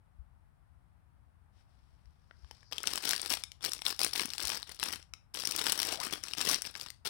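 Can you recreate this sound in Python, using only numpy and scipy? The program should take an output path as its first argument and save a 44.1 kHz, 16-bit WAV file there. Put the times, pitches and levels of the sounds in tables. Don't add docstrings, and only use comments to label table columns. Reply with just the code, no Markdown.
import sys
import numpy as np
from scipy import signal
from scipy.fft import rfft, irfft
from scipy.io import wavfile
from scipy.ndimage import uniform_filter1d

SR = 44100
rng = np.random.default_rng(int(sys.argv[2]) if len(sys.argv) > 2 else 0)


def dump_mix(stems):
    frames = np.atleast_2d(stems).T
    limited = np.clip(frames, -1, 1)
    pcm = np.round(limited * 32767).astype(np.int16)
    wavfile.write(sys.argv[1], SR, pcm)


N = 312669
TIME = np.arange(N) / SR

# [dB, relative]
SLACK_FILM = [(1.5, 29.5), (2.5, 21.5), (2.85, 15), (3.15, 12), (4.1, 9.5), (4.5, 12), (5.45, 11),
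              (5.75, 14.5), (5.95, 15.5), (6.5, 11.5)]
# [dB per Hz, relative]
FILM_COLOUR = [(30, -17.5), (150, -4), (340, 0.5), (580, -4), (900, 0), (2200, 4.5), (4300, 8.5),
               (5600, 13), (6450, 0.5), (9000, 7.5), (12000, -1), (15500, -3.5)]


def from_db(db):
    return 10 ** (np.asarray(db) / 20)


def at_time(rows, s, axis=1):
    rows = np.array(rows)
    return np.interp(s, rows[:, 0], rows[:, axis])


def at_hz(rows, hz, axis=1):
    rows = np.array(rows)
    return np.interp(np.log(hz + 1), np.log(rows[:, 0]), rows[:, axis])


def bins(size):
    return np.arange(size // 2 + 1) * SR / size


def causal(db):
    cepstrum = irfft(np.log(from_db(db)))
    n, half = np.arange(cepstrum.shape[-1]), cepstrum.shape[-1] // 2
    fold = 1 + np.sign(half - n) - (n == 0)
    return np.exp(rfft(cepstrum * fold))


def place(times, sounds):
    starts = (np.asarray(times) * SR).astype(int)
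    index = starts[:, None] + np.arange(sounds.shape[1])
    return np.bincount(index.ravel(), sounds.ravel(), N)[:N]


def room_tone(level_db=-59.5):
    # pitch_hz [Hz], open_db [dB per Hz, relative], covered_db [same]
    tone_colour = [(30, -17, -23), (48, -3, -14), (75, 0, -14), (150, -12.5, -25), (420, -37.5, -37),
                   (780, -27, -41), (1400, -32, -38), (2800, -47, -48), (6500, -60, -59), (9500, -50, -51),
                   (14000, -61, -59)]
    hz = bins(2 * N)
    colour = from_db([at_hz(tone_colour, hz), at_hz(tone_colour, hz, axis=2)])
    colour = colour * hz / (hz + 10)
    noise = irfft(rfft(rng.standard_normal((2, 2 * N))) * colour)[:, :N]
    return from_db(level_db) * noise / noise[0].std()


def room(x, first_echo_s=0.0081, treble_loss_hz=16000, bass_hz=500, bass_t60_s=.27, level_db=-15.5):
    age = np.arange(SR // 2) / SR
    noise = rng.standard_normal(len(age)) * (age > first_echo_s)
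    edges = np.geomspace(100, SR / 2, num=9)
    hz = np.fft.rfftfreq(len(age), 1 / SR)
    tail = 0
    for low, high in zip(edges, edges[1:]):
        band = irfft(rfft(noise) * ((hz >= low) & (hz < high)), len(age))
        loss = 1 + (low / treble_loss_hz) ** 2
        t60_s = bass_t60_s / loss
        fade = np.exp(-np.log(1000) * age / t60_s)
        band_gain = high / (high + bass_hz) / (1 + low / treble_loss_hz)
        tail = tail + band * fade * band_gain
    tail = tail / np.sqrt(np.sum(tail ** 2))
    return from_db(level_db) * signal.fftconvolve(x, tail)[:N]


def bumps(cycles=0.93):
    # start_s [s], peak_db [dB], pitch_hz [Hz]
    bump_table = [(0.185, -37, 62), (2.063, -45, 66.6), (2.429, -41.5, 64), (3.311, -32.5, 303),
                  (4.208, -36, 376), (4.25, -33.5, 247), (4.437, -42.5, 62), (6.132, -34, 340)]
    start_s, peak_db, pitch_hz = np.transpose(bump_table)
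    turns = pitch_hz[:, None] * np.arange(SR // 6) / SR
    swell = turns / cycles
    envelope = swell ** 2 * np.exp(2 - 2 * swell)
    return place(start_s, from_db(peak_db)[:, None] * envelope * np.sin(2 * np.pi * turns))


def slide(start_s=2.0, end_s=2.72, level_db=-65):
    # low_hz [Hz], high_hz [Hz]
    hiss_band = (4500, 5600)
    band_filter = signal.butter(2, np.sort(hiss_band), "band", fs=SR, output="sos")
    hiss = signal.sosfilt(band_filter, rng.standard_normal(N))
    pressure = np.clip((TIME - start_s) / (end_s - start_s), 0, 1) * (TIME < end_s)
    return from_db(level_db) * pressure ** 2 * hiss / hiss.std()


def squeak():
    # [dB, before the wobble]
    squeak_path = [(5.86, 740, -49), (5.95, 800, -47), (5.98, 610, -54), (6.0, 740, -43),
                   (6.011, 1020, -39), (6.021, 1070, -39), (6.04, 1350, -48)]
    wobble = uniform_filter1d(rng.standard_normal((2, N)), size=130)
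    pace, grip = wobble / wobble.std()
    hz = at_time(squeak_path, TIME) * (1 + .035 * pace)
    phase = 2 * np.pi * np.cumsum(hz) / SR
    slips = sum(np.sin(k * phase) / k ** 2 for k in (1, 2, 3))
    touching = (TIME > squeak_path[0][0]) & (TIME < squeak_path[-1][0])
    loudness = from_db(at_time(squeak_path, TIME, axis=2)) * (1 + 1.24 * grip)
    return touching * loudness * slips


def effort_db(s, relax_db_per_s=335, rest_db=-100):
    # start_s [s], rise_s [s], hold_s [s], level_db [dB of crackle]
    grip_table = [(1.518, 0.074, 0.018, -77), (1.65, 0.059, 0.76, -83), (2.29, 0.24, .1, -68.5),
                  (2.711, 0.0068, 0.1, -49), (2.832, 0.036, 0.11, -38.5), (2.996, 0.068, 0.068, -32),
                  (3.169, 0.026, 0.077, -40.5), (3.281, 0.023, 0.029, -30.5), (3.343, 0.022, 0.011, -40),
                  (3.605, 0.054, 0.008, -31.5), (3.704, 0.029, 0.052, -46), (3.836, 0.025, 0.047, -33.5),
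                  (3.986, 0.017, 0.055, -31.5), (4.111, 0.059, 0.052, -32), (4.253, 0.022, 0.08, -44.5),
                  (4.375, 0.026, .16, -34.5), (4.665, 0.012, 0.058, -46), (4.78, 0.052, 0.053, -35.5),
                  (4.911, 0.0097, 0.015, -36), (5.337, 0.0047, 0.41, -37.5), (5.525, .07, 0.022, -32.5),
                  (5.625, 0.027, 0.069, -31), (5.754, 0.027, 0.16, -34), (5.984, 0.067, 0.0049, -32.5),
                  (6.096, 0.032, 0.011, -33.5), (6.214, 0.022, 0.1, -44.5), (6.365, 0.012, 0.084, -33.5),
                  (6.415, 0.079, 0.037, -26.5), (6.635, 0.021, 0.0057, -36.5), (6.731, 0.022, 0.12, -45),
                  (7.047, 0.007, 0.014, -31.5)]
    start_s, rise_s, hold_s, level_db = np.transpose(grip_table)[:, :, None]
    tightening = np.clip((s - start_s) / rise_s, 0, 1)
    relaxing_s = np.maximum(s - start_s - rise_s - hold_s, 0)
    held = from_db(level_db - relax_db_per_s * relaxing_s)
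    return 20 * np.log10(np.max(tightening * held, axis=0) + from_db(rest_db))


def rubbing(level_db=-22.5, dull_hz=1500):
    hz = bins(2 * N)
    colour = from_db(at_hz(FILM_COLOUR, hz)) / np.hypot(1, hz / dull_hz)
    swish = irfft(rfft(rng.standard_normal(2 * N)) * colour)[:N]
    coarse_s = TIME[::64]
    work_db = np.interp(TIME, coarse_s, effort_db(coarse_s))
    return swish / swish.std() * from_db(work_db + at_time(SLACK_FILM, TIME) + level_db)


def buckles(times, pitch_hz, flutter, flutter_s, facet_db, bass_db, thin_hz, ring_db=3.0, ring_width=0.28,
            tilt_db=12.5, usual_hz=4900, slack_hz=1500, flip_s=0.0001886):
    grain = 512
    damped_hz, damped_s = 7000, .0008
    shape_s, shape_db = .03, 2.6
    top_hz, top_db_per_db, middle_level_db = 15500, .22, -46
    count, hz, age = len(times), bins(grain), np.arange(grain) / SR
    pitch_hz = np.asarray(pitch_hz)[:, None]
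    chance = rng.standard_normal((count, 2, grain))
    first_step, wait = rng.random((count, 2)).T[:, :, None]
    whole = 1 / (1 + (hz / slack_hz) ** 2)

    linger = .17 * np.exp(-age / .004)
    slow = rfft(chance[:, 0] * (np.exp(-age / flutter_s) + linger))
    fast = rfft(chance[:, 0] * (np.exp(-age / damped_s) + linger))
    lively = 1 / (1 + (hz / damped_hz) ** 4)
    scatter = lively * slow + (1 - lively) * fast
    push = 1 + whole + flutter * scatter * (1 - .5 * whole)
    snap_through = np.exp(-2j * np.pi * hz * flip_s * 2 * wait)
    push = push * (.5 * first_step * (1 - whole) + snap_through)

    facets = uniform_filter1d(uniform_filter1d(chance[:, 1, :len(hz)], size=8), size=6)
    facets = facet_db * np.tanh(facets / facets.std()) * (1 - whole)
    shapes = uniform_filter1d(rng.standard_normal((int(N / SR / shape_s) + 1, len(hz))), size=3)
    moment = (times / shape_s).astype(int)
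    creases = shape_db * lively * (shapes / shapes.std())[moment]

    distance = np.log((hz + 1) / pitch_hz) / ring_width
    ring = ring_db * usual_hz / pitch_hz * np.exp(-distance ** 2)
    tilt = tilt_db * np.log(pitch_hz / usual_hz)
    tilt = tilt * np.log(np.clip(hz, slack_hz, 2 * usual_hz) / usual_hz)
    bass = (at_time(SLACK_FILM, times)[:, None] + bass_db) * whole
    bass = bass - 20 * np.log10(np.hypot(1, thin_hz / (hz + hz[1])))
    above_middle_db = effort_db(times)[:, None] - middle_level_db
    top = top_db_per_db * above_middle_db * np.minimum(hz / top_hz, 1) ** 2

    colour_db = at_hz(FILM_COLOUR, hz) + facets + creases + ring + tilt + bass + top
    sounds = irfft(push * causal(colour_db))
    return sounds / np.sqrt(np.sum(sounds ** 2, axis=1, keepdims=True))


def crackle(most_per_s=1150, fewest_per_s=260, crowding=0.5, spread_db=8.5, pitch_hz=4800, pitch_spread=.27):
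    step_s = .0008
    slots = np.arange(0, N / SR, step_s)
    chance = rng.random((len(slots), 2))
    size, pitch = rng.standard_normal((2, len(slots)))
    s = slots + step_s * chance[:, 0]
    work_db = effort_db(s)
    per_s = np.maximum(fewest_per_s, most_per_s * from_db(crowding * (work_db - work_db.max())))
    happens = chance[:, 1] < per_s * step_s
    strength = from_db(spread_db * np.clip(size, -2, 2)) * happens
    strength = strength / np.sqrt(uniform_filter1d(strength ** 2, size=40) + 1e-6)
    sounds = buckles(s, pitch_hz * np.exp(pitch_spread * pitch), flutter=0.36, flutter_s=0.0012,
                     facet_db=4.0, bass_db=-1.5, thin_hz=170)
    gain = strength * np.sqrt(step_s * SR) * from_db(work_db)
    return place(s, sounds * gain[:, None])


def snaps(lift_db=0.5):
    # [Hz, centre]
    snap_table = [(2.057, -58, 4400), (2.3103, -41, 1530), (2.4457, -50, 2960), (2.511, -35, 3230),
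                  (2.6297, -48.5, 1810), (2.724, -24.5, 2860), (2.73, -26.5, 3650), (2.782, -21.5, 3550),
                  (2.8318, -26.5, 7300), (2.8391, -26, 1380), (2.8723, -14.5, 4800), (2.8769, -23.5, 2730),
                  (2.935, -21, 4670), (2.9575, -22, 5850.0), (2.9764, -21.5, 3770), (3.0536, -21, 4700),
                  (3.0918, -16, 6100), (3.1088, -15.5, 5140), (3.1333, -17, 3300), (3.163, -21.5, 5300),
                  (3.1794, -27, 3870), (3.2166, -22.5, 7400), (3.2602, -23.5, 4750), (3.303, -19, 5200),
                  (3.325, -20, 5500), (3.338, -17, 3960.0), (3.4371, -23, 4830), (3.518, -35, 5530),
                  (3.649, -18, 4900), (3.719, -23, 4660.0), (3.7342, -20.5, 6740.0), (3.819, -26.5, 3800),
                  (3.8648, -13.5, 3560), (3.904, -24, 3300), (3.9924, -19.5, 4030), (4.015, -17.5, 4500.0),
                  (4.033, -16.5, 4800), (4.047, -13.5, 5540), (4.1352, -20, 5200), (4.1595, -22, 3120),
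                  (4.1958, -18, 2530), (4.2564, -23.5, 5130), (4.3034, -27, 5930), (4.3352, -24.5, 5130.0),
                  (4.3813, -23, 5700), (4.4527, -21, 5600), (4.4806, -24, 5000), (4.5007, -22, 2880),
                  (4.629, -27, 3730), (4.7981, -27, 4230), (4.8297, -18.5, 2900), (4.8369, -19.5, 5070.0),
                  (4.936, -25, 3760), (5.027, -42, 4560), (5.1369, -30, 4500), (5.1367, -41, 1770),
                  (5.405, -27.5, 4550), (5.4534, -18, 5160.0), (5.473, -18.5, 5960), (5.511, -20, 5470),
                  (5.5203, -25, 5500), (5.5627, -19, 8500), (5.591, -20, 3230), (5.667, -16, 2980),
                  (5.6972, -18, 4410.0), (5.7212, -13, 7160), (5.7904, -19, 5250), (5.801, -18.5, 4700),
                  (5.82, -23, 4500), (5.8303, -18, 4500), (5.925, -23, 2920), (6.0019, -24.5, 4370),
                  (6.1365, -23, 3550.0), (6.2372, -24, 5400.0), (6.284, -29, 4260), (6.3351, -21, 4200),
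                  (6.4132, -17, 3970), (6.4899, -16, 5500), (6.5445, -15, 5050), (6.62, -22, 5600),
                  (6.753, -28, 2160.0), (6.812, -26.5, 4570), (6.9031, -30.5, 5890.0)]
    start_s, level_db, pitch_hz = np.transpose(snap_table)
    millisecond = SR / 1000
    sounds = buckles(start_s, pitch_hz, flutter=.28, flutter_s=.001, facet_db=3.5, bass_db=-10.0, thin_hz=750)
    gain = from_db(level_db + lift_db) * np.sqrt(millisecond)
    return place(start_s, sounds * gain[:, None])


def scene():
    # pitch_hz [Hz], gain_db [dB]
    covered_gain = [(60, -20.5), (300, -40.5), (1500, -58.5)]
    film = snaps() + crackle() + rubbing() + slide() + squeak()
    left = film + room(film) + bumps()
    muffle = irfft(causal(at_hz(covered_gain, bins(size=4096))))
    right = signal.fftconvolve(left, muffle)[:N]
    return np.array([left, right]) + room_tone()


def record(dry, cutoff_hz=16150):
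    return signal.sosfilt(signal.ellip(10, .1, 80, cutoff_hz, fs=SR, output="sos"), dry)


dry = scene()
out = record(dry)
dump_mix(out)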